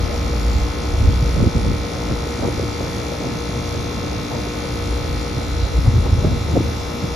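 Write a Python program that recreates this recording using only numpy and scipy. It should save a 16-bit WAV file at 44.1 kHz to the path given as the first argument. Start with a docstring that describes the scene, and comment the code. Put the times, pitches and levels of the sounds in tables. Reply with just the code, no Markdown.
"""A rooftop, a phone with two microphone ports held close to a cooling unit in gusty wind.
Behind, the motor windings hum as steady sines, and fan air and gas hiss as shaped stereo noise.
Wind on the ports moans (a drifting sine), rumbles, flutters and rustles (noise), and single eddies puff.
In front, the compressor buzzes: a sum of shaft harmonics repeats about 59 times a second, no two turns alike."""
import sys
import numpy as np
from scipy import signal
from scipy.fft import rfft, irfft, next_fast_len
from scipy.io import wavfile
from scipy.ndimage import uniform_filter1d, map_coordinates

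SR = 44100
rng = np.random.default_rng(int(sys.argv[2]) if len(sys.argv) > 2 else 0)


def persist_wave(psi):
    """Save psi, clipped to +-1, as 16-bit WAV."""
    counts = np.round(np.clip(psi, -1, 1) * 32767).astype(np.int16)
    wavfile.write(sys.argv[1], SR, np.atleast_2d(counts).T)


N = 315315  # length in samples

# Motor hum: f/Hz, level/dB (rms, before a slow waver)
MAINS_HUM = [(120, -44), (240, -45.5), (480, -46)]

# Hiss spectrum: f/Hz, relative density/dB
HISS_SPECTRUM = [(150, -120), (300, 11.5), (700, 11.5), (1300, 3.5), (1800, 1.5), (2200, 3.5), (2800, -1),
                 (3500, -3.5), (4800, 0.5), (5300, -5), (5900, -0.5), (6500, -6), (7050, 0), (7450, 2),
                 (7800, -31), (10400, -8), (12000, -12), (13400, -20.5), (14200, -17), (15700, -23)]
# Likeness of the two ports in the hiss: f/Hz, correlation (0-1)
PORT_LIKENESS = [(300, .5), (1200, .25), (2200, .55), (3000, .4), (5000, .5), (6000, .96), (7000, .75),
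                 (7700, .995), (8800, .995), (9500, .85), (10800, .995), (12400, .995), (13300, .6),
                 (13900, .995)]
# Lead of the left port, for the hiss and the upper compressor tones: f/Hz, phase/rad
LEFT_LEAD = [(300, .2), (900, .8), (1500, -1), (2800, 1), (3500, 0), (4500, 1.2), (5600, .1), (6300, -.2),
             (7600, -3.14), (8800, -3.14), (10600, -6.28), (12900, -6.28), (13700, -9.42), (16000, -9.42)]

# Gusts: t/s, strength/dB, power share of the higher-pitched rumble (0-1)
GUSTS = [(0, -22.5, 0.55), (.62, -20, 0), (.76, -25, 0.04), (.9, -20.5, 0.08), (1.15, -17.5, 0.2),
         (1.45, -25.5, 0.54), (1.51, -29, .4), (1.6, -20.5, 0.3), (1.75, -24.5, 0.45), (1.92, -27.5, 0.46),
         (2.55, -29, 1), (3.45, -31, 0.76), (3.78, -27.5, 1), (4.0, -32.5, 0.96), (4.55, -33.5, 0.5),
         (4.9, -24.5, 0.75), (5.35, -27, 0.73), (5.9, -19, 0.7), (6.07, -21, 0.4), (6.22, -23, 0.5),
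         (6.42, -23.5, 0.9), (6.62, -28, 0.8), (6.82, -28, 0.8), (7.15, -29.5, 0.8)]
# Brief surges in the flow: t/s, half length/s, rise of the flutter/dB, share of that rise in the rustle
FLOW_SURGES = [(1.08, 0.016, 6.5, 0.44), (1.41, 0.045, 11.5, 0.4), (1.564, 0.014, 12, 0.83),
               (1.696, 0.044, 9.5, 0.12), (2.115, 0.019, 8, 0.73), (2.448, 0.036, 6, 1.4),
               (2.612, 0.034, 4, 0.77), (2.822, 0.013, 5.5, 0.86), (2.98, 0.019, 5.5, 0.35),
               (3.286, 0.056, 5.5, 0.98), (3.777, 0.033, 5, .5), (4.098, 0.06, 4.5, 0.35),
               (4.38, 0.051, 4, 1), (5.06, 0.04, 1, .5), (5.382, 0.012, 7, .3), (5.876, 0.017, 9, 0.79),
               (5.97, 0.03, 7, .1), (6.157, 0.035, 5.5, 0.27), (6.268, 0.063, 6.5, 1.34),
               (6.575, 0.066, 7, 0.97), (6.668, 0.026, 5, 0.31), (7.046, 0.011, 10, 0.54)]
# Single eddies bursting on the ports: t/s, level/dB (nominal peak), f/Hz
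EDDY_PUFFS = [(1.016, -13.5, 92), (1.077, -21, 383), (1.088, -13, 124), (1.164, -20, 73),
              (1.232, -8.5, 124), (1.404, -12.5, 482), (1.408, -11, 150), (1.412, -14, 280),
              (1.426, -11, 255), (1.434, -8, 110), (1.442, -10, 380), (1.46, -16, 330), (1.47, -7, 89),
              (1.475, -6, 267), (1.555, -13, 189), (1.656, -17, 485), (1.718, -17.5, 380),
              (2.271, -15.5, 400), (2.395, -20, 300), (2.425, -18, 600), (2.429, -20, 450),
              (2.434, -14.5, 280), (2.44, -24, 500), (2.452, -18, 400), (2.455, -13, 210),
              (2.477, -13, 380), (2.482, -21, 131), (2.487, -12.5, 437), (2.598, -12, 427),
              (2.637, -17, 298), (2.81, -14, 500), (3.271, -17, 335), (5.641, -12, 65.6), (5.721, -22, 72),
              (5.774, -11.5, 58.5), (5.791, -12.5, 142), (5.886, -2.5, 106), (5.956, -8.5, 96),
              (5.983, -7, 107), (6.135, -4.5, 88), (6.188, -8.5, 109), (6.212, -11, 74.4),
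              (6.249, -7.5, 330), (6.252, -10, 145), (6.271, -8.5, 157), (6.328, -17, 96),
              (6.542, -13, 140), (6.553, -19, 200), (6.556, -16, 560), (6.561, -12, 515), (6.567, -7, 510),
              (6.572, -5, 463), (6.577, -5.5, 300), (6.58, -16, 125), (6.593, -21, 110), (6.605, -18, 332),
              (6.608, -10, 332)]
# Wind noise spectra, each: f/Hz, relative density/dB (the rumble before its shift up or down)
RUMBLE_SPECTRUM = [(12, -36), (25, -13), (40, -14), (58, 2), (75, -0.5), (110, -10.5), (150, -25),
                   (250, -19), (500, -120)]
FLUTTER_SPECTRUM = [(50, -41), (110, 3), (200, -2), (300, -5.5), (450, -20), (1200, -120)]
RUSTLE_SPECTRUM = [(150, -49), (350, 4), (600, 3.5), (1000, -8), (1600, -17), (4000, -120)]

# Lower compressor tones: multiple of the shaft speed, mid level/dB, side level/dB (rms, before variation)
SHAFT_TONES = [(1, -38, -56), (2, -47, -55), (3, -44, -59), (4, -43, -57), (5, -36, -51), (6, -43, -48),
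               (7, -47, -56), (8, -35, -41), (9, -44, -55), (10, -52, -60), (11, -60, -50), (12, -50, -54),
               (13, -58, -64), (14, -47, -57), (15, -49, -54), (16, -51, -51), (17, -56, -48),
               (18, -47, -59), (19, -53, -54), (20, -60, -58), (21, -48, -48), (22, -46, -60),
               (23, -49, -60), (24, -64, -68), (25, -50, -51), (26, -63, -61), (27, -67, -65),
               (28, -64, -62), (29, -55, -63), (30, -60, -68), (31, -62, -65), (32, -52, -59),
               (33, -66, -78), (34, -53, -65), (35, -52, -61), (36, -51, -62), (37, -59, -63),
               (38, -55, -65), (39, -47, -56), (40, -57, -68), (41, -54, -67), (42, -57, -56),
               (43, -58, -67), (44, -70, -66), (45, -59, -67), (46, -51, -54), (47, -60, -60),
               (48, -59, -60), (49, -63, -71), (50, -66, -70), (51, -60, -56), (52, -66, -66),
               (53, -61, -63), (54, -54, -69), (55, -62, -74), (56, -63, -75), (57, -55, -59),
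               (58, -51, -65), (59, -54, -66), (60, -58, -73), (61, -53, -72), (62, -53, -63),
               (63, -64, -68), (64, -64, -80), (65, -61, -70), (66, -51, -55), (67, -54, -62),
               (68, -57, -55), (69, -71, -67), (70, -55, -68), (71, -63, -66), (72, -53, -54),
               (73, -55, -54), (74, -63, -61), (75, -53, -54), (76, -59, -57), (77, -53, -58),
               (78, -60, -63), (79, -59, -60), (80, -59, -64), (81, -56, -74), (82, -66, -66),
               (83, -61, -68), (84, -68, -77), (85, -61, -64), (86, -67, -60), (87, -60, -65),
               (88, -57, -74), (89, -51, -68), (90, -51, -59), (91, -51, -66), (92, -53, -73),
               (93, -58, -68), (94, -58, -70), (95, -63, -74), (96, -66, -77), (97, -54, -76),
               (98, -65, -79), (99, -64, -79), (100, -59, -91), (101, -62, -94), (102, -66, -81),
               (103, -54, -73), (104, -57, -77), (105, -59, -78), (106, -63, -90), (107, -64, -76),
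               (108, -63, -75), (109, -60, -69), (110, -63, -72), (111, -66, -66), (112, -64, -68),
               (113, -68, -70), (114, -68, -67), (115, -68, -67), (116, -65, -66), (117, -80, -74),
               (118, -69, -65), (119, -58, -62), (120, -76, -74), (121, -77, -70), (122, -74, -73),
               (123, -77, -80), (124, -76, -73), (125, -84, -78)]
# Higher compressor tones: f/Hz, level/dB (rms of each tone, before variation)
TREBLE_TONES = [(7400, -51), (8000, -95), (8700, -64), (9500, -66), (10100, -84), (10240, -63),
                (10400, -106), (11300, -83), (12700, -80), (13400, -94), (14200, -79), (15400, -80),
                (15700, -80)]
# When each band is struck: f/Hz, delay/turn, blur/rad
STRIKE_TIMES = [(60, .1, 1.5), (900, .25, .8), (1100, .14, .4), (1220, -.1, .2), (1290, .09, .1),
                (1600, .05, .15), (1750, 0, .4), (1900, .3, .5), (1990, .17, .4), (2030, -.21, .3),
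                (2110, -.2, .3), (2200, -.55, .5), (2350, -.7, .5), (2450, -.25, .6), (2750, -.18, 1.1),
                (3050, .35, .7), (3290, .25, .5), (3340, .6, .4), (3400, .28, .4), (3470, .32, .4),
                (3520, .03, .5), (3650, 0, .6), (3720, .35, .8), (3800, -.34, .7), (4300, -.37, .3),
                (4750, -.43, .3), (5030, -.2, .6), (5200, -.45, .45), (5420, -.5, .4), (5750, -.4, .4),
                (6000, -.27, .4), (6150, -.52, .6), (6400, -.48, .7), (6550, -.35, .7), (6800, -.35, .9),
                (16000, -.44, .7)]
# Change from stroke to stroke: f/Hz, share of a tone
STROKE_ROUGHNESS = [(500, .04), (1300, .05), (2200, .1), (3500, .19), (4700, .2), (5100, .13), (5700, .13),
                    (6100, .3), (7400, .3), (8700, .8)]
# Scatter in the force of a stroke: f/Hz, level/dB
FORCE_SCATTER = [(2000, 0.62), (3500, 0), (5400, 1.23), (9000, 2.5)]
# Loss when fully sunk: f/Hz, level/dB
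SUNK_LOSS = [(500, -3.5), (1100, 0), (2300, -2), (3900, -0.5), (4500, -6.5), (5000, 1.5), (5400, -1.5),
             (6300, -1.5)]
# Smearing of the strikes when fully sunk: f/Hz, phase/rad
SUNK_SMEAR = [(900, .2), (2500, .4), (3500, .6), (4400, 1), (5400, .55), (6500, .7)]
# Sinking of the tones: t/s, share of the full loss, level of the tones near RING_HZ/dB
SINKING = [(0, 0, -0.5), (1, 0.1, -1), (3, 0.07, 0), (4.2, 0.1, 1), (5.3, 0, 1.5), (5.65, 0.55, 7),
           (5.95, 0.9, 2), (6.2, 1, 5), (7.15, 0.8, -2)]

SHAFT_HZ = 59.19
WAVER, SPEED_WAVER = .08, .00006  # slow change of each tone and of the shaft speed, as shares
DRIFT = 0.16  # change of each tone over seconds as the phone sways, as a share
RING_HZ, RING_WIDE_HZ = 4070, 200
HISS_SINKS = 0.3  # share of the sinking loss, in dB, that reaches the hiss
MOAN_HZ, MOAN_DB, MOAN_DRIFT = 59.18, -4, 0.0792  # pitch, level over the gust strength, drift as a share
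HIGHER = 1.33  # pitch ratio of the higher rumble to the lower
RUMBLE_DB, SURGE_RUMBLE = 0, 0.72  # level over the gust strength; share of a surge in the rumble
FLUTTER_DB, FLUTTER_GROWS = -31, 0.14  # level in an average gust; dB for each dB of strength
RUSTLE_DB, RUSTLE_GROWS = -36.5, 0.042  # likewise
SMALL_DB, SMALL_HZ, SMALL_GROWS = -28.5, 363, 0.68  # lesser eddies: base peak, middle pitch, dB per surge dB
LOW_CUT_HZ, TOP_HZ = 13, 15750
CEILING, KNEE = .9, 6  # where the phone input saturates, and how sharply


def amp(db):
    """Gain of a level in dB."""
    return 10 ** (np.asarray(db) / 20)


def unit(x):
    """Scaled to rms 1."""
    return x / np.sqrt(np.mean(np.abs(x) ** 2) + 1e-20)


def along(points, hz):
    """(f/Hz, value) points read on a log frequency axis."""
    f, v = np.transpose(points)
    return np.interp(np.log(hz + 1), np.log(f + 1), v)


def curves(rows, t):
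    """Each column after the time, read at times t."""
    s, *cols = np.transpose(rows)
    return [np.interp(t, s, c) for c in cols]


def wobble(rate):
    """A smooth random curve, rate knots a second."""
    return map_coordinates(rng.standard_normal(N // 100), [np.arange(N) * rate / SR])


def filtered(x, response):
    """x filtered by a complex response of frequency."""
    m = next_fast_len(N + 8192)
    return irfft(rfft(x, m) * response(np.fft.rfftfreq(m, 1 / SR)), m)[..., :N]


def evened(x, width, depth):
    """x with its own chance swells, slower than width s, divided out by the share depth."""
    power = np.abs(uniform_filter1d(np.mean(x ** 2, axis=0), int(width * SR)))
    return unit(x / power ** (depth / 2))


def rush(spectrum, alike, lead, patchy_db):
    """Turbulent stereo noise of rms 1, in patches of random gain over time and frequency."""
    z = signal.stft(rng.standard_normal((2, N)), nperseg=512)[2]
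    field = uniform_filter1d(rng.standard_normal(z.shape[1:]), size=5, axis=0)
    field = uniform_filter1d(field, size=10, axis=1)
    pair = signal.istft(z * amp(patchy_db * unit(field)), nperseg=512)[1][:, :N]

    def shared_and_opposed(hz):
        angle = np.arccos(np.clip(along(alike, hz), 0, 1)) / 2
        return amp(along(spectrum, hz)) * [np.cos(angle), np.sin(angle)]

    shared, opposed = filtered(pair, shared_and_opposed)
    ports = np.array([shared + opposed, shared - opposed])
    return unit(filtered(ports, lambda hz: np.exp(np.outer([.5j, -.5j], along(lead, hz)))))


def mains():
    """The motor windings hum at multiples of the supply, beating with the shaft tones."""
    t = np.arange(N) / SR
    return sum(amp(db + wobble(2.2)) * np.sqrt(2) * np.sin(2 * np.pi * (hz * t + rng.random()))
               for hz, db in MAINS_HUM)


def air(turn):
    """Fan and gas hiss; it swells a little once a turn as the valve lets gas out."""
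    pulse = amp(0.5 * np.cos(2 * np.pi * (turn - .55)) + 0.61 * wobble(4.42))
    hiss = rush(HISS_SPECTRUM, PORT_LIKENESS, LEFT_LEAD, patchy_db=2.0)
    dull = curves(SINKING, np.arange(N) / SR)[0]
    sunk = filtered(hiss, lambda hz: amp(HISS_SINKS * along(SUNK_LOSS, hz)))
    return amp(-36.0) * pulse * ((1 - dull) * hiss + dull * sunk)


def surges(t):
    """Rise in dB of the flutter and of the rustle: a bell for each surge in the flow."""
    s, half, db, share = np.transpose(FLOW_SURGES)[:, :, None]
    bells = db * np.exp(-((t - s) / half) ** 2 / 2)
    return bells.sum(0), (share * bells).sum(0)


def moan(high):
    """Gusts sound the hollow at the ports: a drifting sine, weaker as the rumble turns higher."""
    cycles = np.cumsum(MOAN_HZ * (1 + MOAN_DRIFT * wobble(9))) / SR
    return np.sqrt(2 * (1 - high)) * np.sin(2 * np.pi * cycles)


def rumble(high):
    """Large eddies: low noise, nearly alike at both ports, crossfaded between two pitches."""
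    low_part, high_part = [
        rush([(hz * k, db) for hz, db in RUMBLE_SPECTRUM], [(60, 0.96), (200, 0.72)], [(60, 0.004)],
             patchy_db=-1.5)
        for k in (HIGHER ** -.5, HIGHER ** .5)]
    return evened(np.sqrt(1 - high) * low_part + np.sqrt(high) * high_part, width=0.047, depth=0.99)


def flutter():
    """Middling eddies: faster noise, less alike at the two ports."""
    noise = rush(FLUTTER_SPECTRUM, [(130, 0.89), (300, 0.62)], [(60, 0)], patchy_db=2.0)
    return evened(noise, width=0.034, depth=0.4)


def rustle():
    """Small eddies: quickly flickering noise, least alike at the two ports."""
    flicker = amp(3.1 * wobble(60))
    return unit(flicker * rush(RUSTLE_SPECTRUM, [(300, 0.34), (800, 0.45)], [(60, 0.0093)], patchy_db=-2.0))


def buffet():
    """Turbulence on the ports: eddies of each size follow the gusts and surges in their own measure."""
    t = np.arange(N) / SR
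    strength_db, high = curves(GUSTS, t)
    high = np.clip(high, 0, 1)
    gust_db = strength_db - strength_db.mean()
    surge_db, sharp_db = surges(t)
    moan_db = strength_db + MOAN_DB + 5.2 * wobble(7)
    rumble_db = strength_db + RUMBLE_DB + SURGE_RUMBLE * surge_db + 1.5 * wobble(8.6)
    flutter_db = FLUTTER_DB + FLUTTER_GROWS * gust_db + surge_db + 0.76 * wobble(13)
    rustle_db = RUSTLE_DB + RUSTLE_GROWS * gust_db + sharp_db + 0.51 * wobble(14)
    return (amp(moan_db) * moan(high) + amp(rumble_db) * rumble(high)
            + amp(flutter_db) * flutter() + amp(rustle_db) * rustle())


def small_puffs(count=150):
    """Lesser eddies at chance moments, stronger inside a surge and weaker the higher they are."""
    when, size, pitch = rng.random(count), rng.exponential(size=count), rng.standard_normal(count)
    s = when * N / SR
    peak_db = SMALL_DB + SMALL_GROWS * surges(s)[0] + 1.64 * size - 1.5 * pitch
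    return np.transpose([s, peak_db, SMALL_HZ * np.exp(.35 * pitch)])


def puffs(cycles=0.39, long_hz=35, apart=0.31):
    """Each eddy is a swing or two of pressure, more for the low ones, a little unlike at the two ports."""
    out, t = np.zeros((2, N + SR)), np.arange(-3000, 3000) / SR
    eddies = np.vstack([small_puffs(), EDDY_PUFFS])
    ports = np.array([[1], [-1]])
    for (s, db, hz), (start, skew, pan) in zip(eddies, rng.standard_normal((len(eddies), 3))):
        swing = np.sin(2 * np.pi * hz * t + 9 * start + apart * skew * ports)
        bell = np.exp(-(t * hz / (cycles + long_hz / hz)) ** 2 / 2)
        at = round(s * SR)
        out[:, at:at + len(t)] += amp(db + 1.2 * pan * ports) * bell * swing
    return out[:, len(t) // 2:][:, :N]  # centres each bell on its time


def shaft_tones(hz):
    """Mid and side gains of the shaft harmonics; in the treble a lag between ports splits each tone."""
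    high = amp(along(TREBLE_TONES, hz) + 1 * rng.standard_normal(len(hz)))
    half_lead = along(LEFT_LEAD, hz) / 2
    mid, side = high * np.cos(half_lead), high * np.sin(half_lead) * 1j
    order, mid_db, side_db = np.transpose(SHAFT_TONES)
    mid[:len(order)] = amp(mid_db)
    side[:len(order)] = amp(side_db) * np.exp(1j * rng.normal(0, 1.46, len(order)))
    return mid, side


def strike_phase(hz):
    """Phase that delays each band to its strike within the turn, blurred by the shell."""
    band_hz, when, blur = np.transpose(STRIKE_TIMES)
    delay = np.interp(hz - SHAFT_HZ / 2, band_hz, when)
    return -2 * np.pi * np.cumsum(delay) + np.interp(hz, band_hz, blur) * rng.standard_normal(len(hz))


def stroke_changes(hz, count):
    """Complex gain of each tone in each turn: waver, roughness, force, sinking and sway."""
    chance = rng.standard_normal((2, 2, count, len(hz)))
    slow = uniform_filter1d(chance[0], size=14, axis=1)
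    quick = uniform_filter1d(chance[1], size=3, axis=2)  # neighbouring tones change together
    waver = WAVER * unit(slow[0] + 1j * slow[1])
    rough = along(STROKE_ROUGHNESS, hz) * unit(quick[0] + 1j * quick[1])
    # some strokes land harder over a wide band
    force = unit(uniform_filter1d(rng.standard_normal((count, len(hz))), size=16, axis=1))
    force_db = along(FORCE_SCATTER, hz) * force
    dull, ring_db = curves(SINKING, np.arange(count) / SHAFT_HZ)
    ring_bell = np.exp(-((hz - RING_HZ) / RING_WIDE_HZ) ** 2)
    sunk_db = np.outer(dull, along(SUNK_LOSS, hz)) + np.outer(ring_db, ring_bell)
    drift = uniform_filter1d(rng.standard_normal((2, count, len(hz))), size=90, axis=1)
    sway = 1 + DRIFT * unit(drift[0] + 1j * drift[1])
    smear = np.exp(1j * np.outer(dull, along(SUNK_SMEAR, hz) * rng.standard_normal(len(hz))))
    return (1 + waver + rough) * amp(force_db + sunk_db) * sway * smear


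def compressor(turn):
    """One spectrum per shaft turn, slowly changing; the turns are played one into the next."""
    size, count = 2048, int(turn[-1]) + 3  # points in a turn, number of turns
    hz = np.arange(1, int(TOP_HZ / SHAFT_HZ) + 1) * SHAFT_HZ
    mid, side = shaft_tones(hz)
    phase = strike_phase(hz)
    ports = np.array([mid + side, mid - side])[:, None]
    tones = ports * np.exp(1j * phase) * stroke_changes(hz, count)
    with_dc = np.pad(tones, ((0, 0), (0, 0), (1, 0)))
    waves = irfft(with_dc, size) * size / np.sqrt(2)  # tone gains become rms levels
    share = np.arange(size) / size
    played = ((1 - share) * waves[:, :-1] + share * waves[:, 1:]).reshape(2, -1)
    return np.array([np.interp(turn * size, np.arange(len(p)), p) for p in played])


def scene():
    """All sources at the two ports, with one shaft angle for the compressor and the gas."""
    speed_hz = SHAFT_HZ * (1 + SPEED_WAVER * wobble(1.0) + 0.00023 * wobble(12))
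    turn = np.cumsum(speed_hz) / SR  # shaft angle in turns
    return mains() + air(turn) + buffet() + puffs() + compressor(turn)


def record(dry):
    """The phone thins the deepest bass, rounds off the highest peaks and keeps nothing above its band limit."""
    thin = filtered(dry, lambda hz: (1j * hz / (1j * hz + LOW_CUT_HZ)) ** 2)
    rounded = thin / (1 + np.abs(thin / CEILING) ** KNEE) ** (1 / KNEE)
    return filtered(rounded, lambda hz: hz < TOP_HZ)


dry = scene()
out = record(dry)
persist_wave(out)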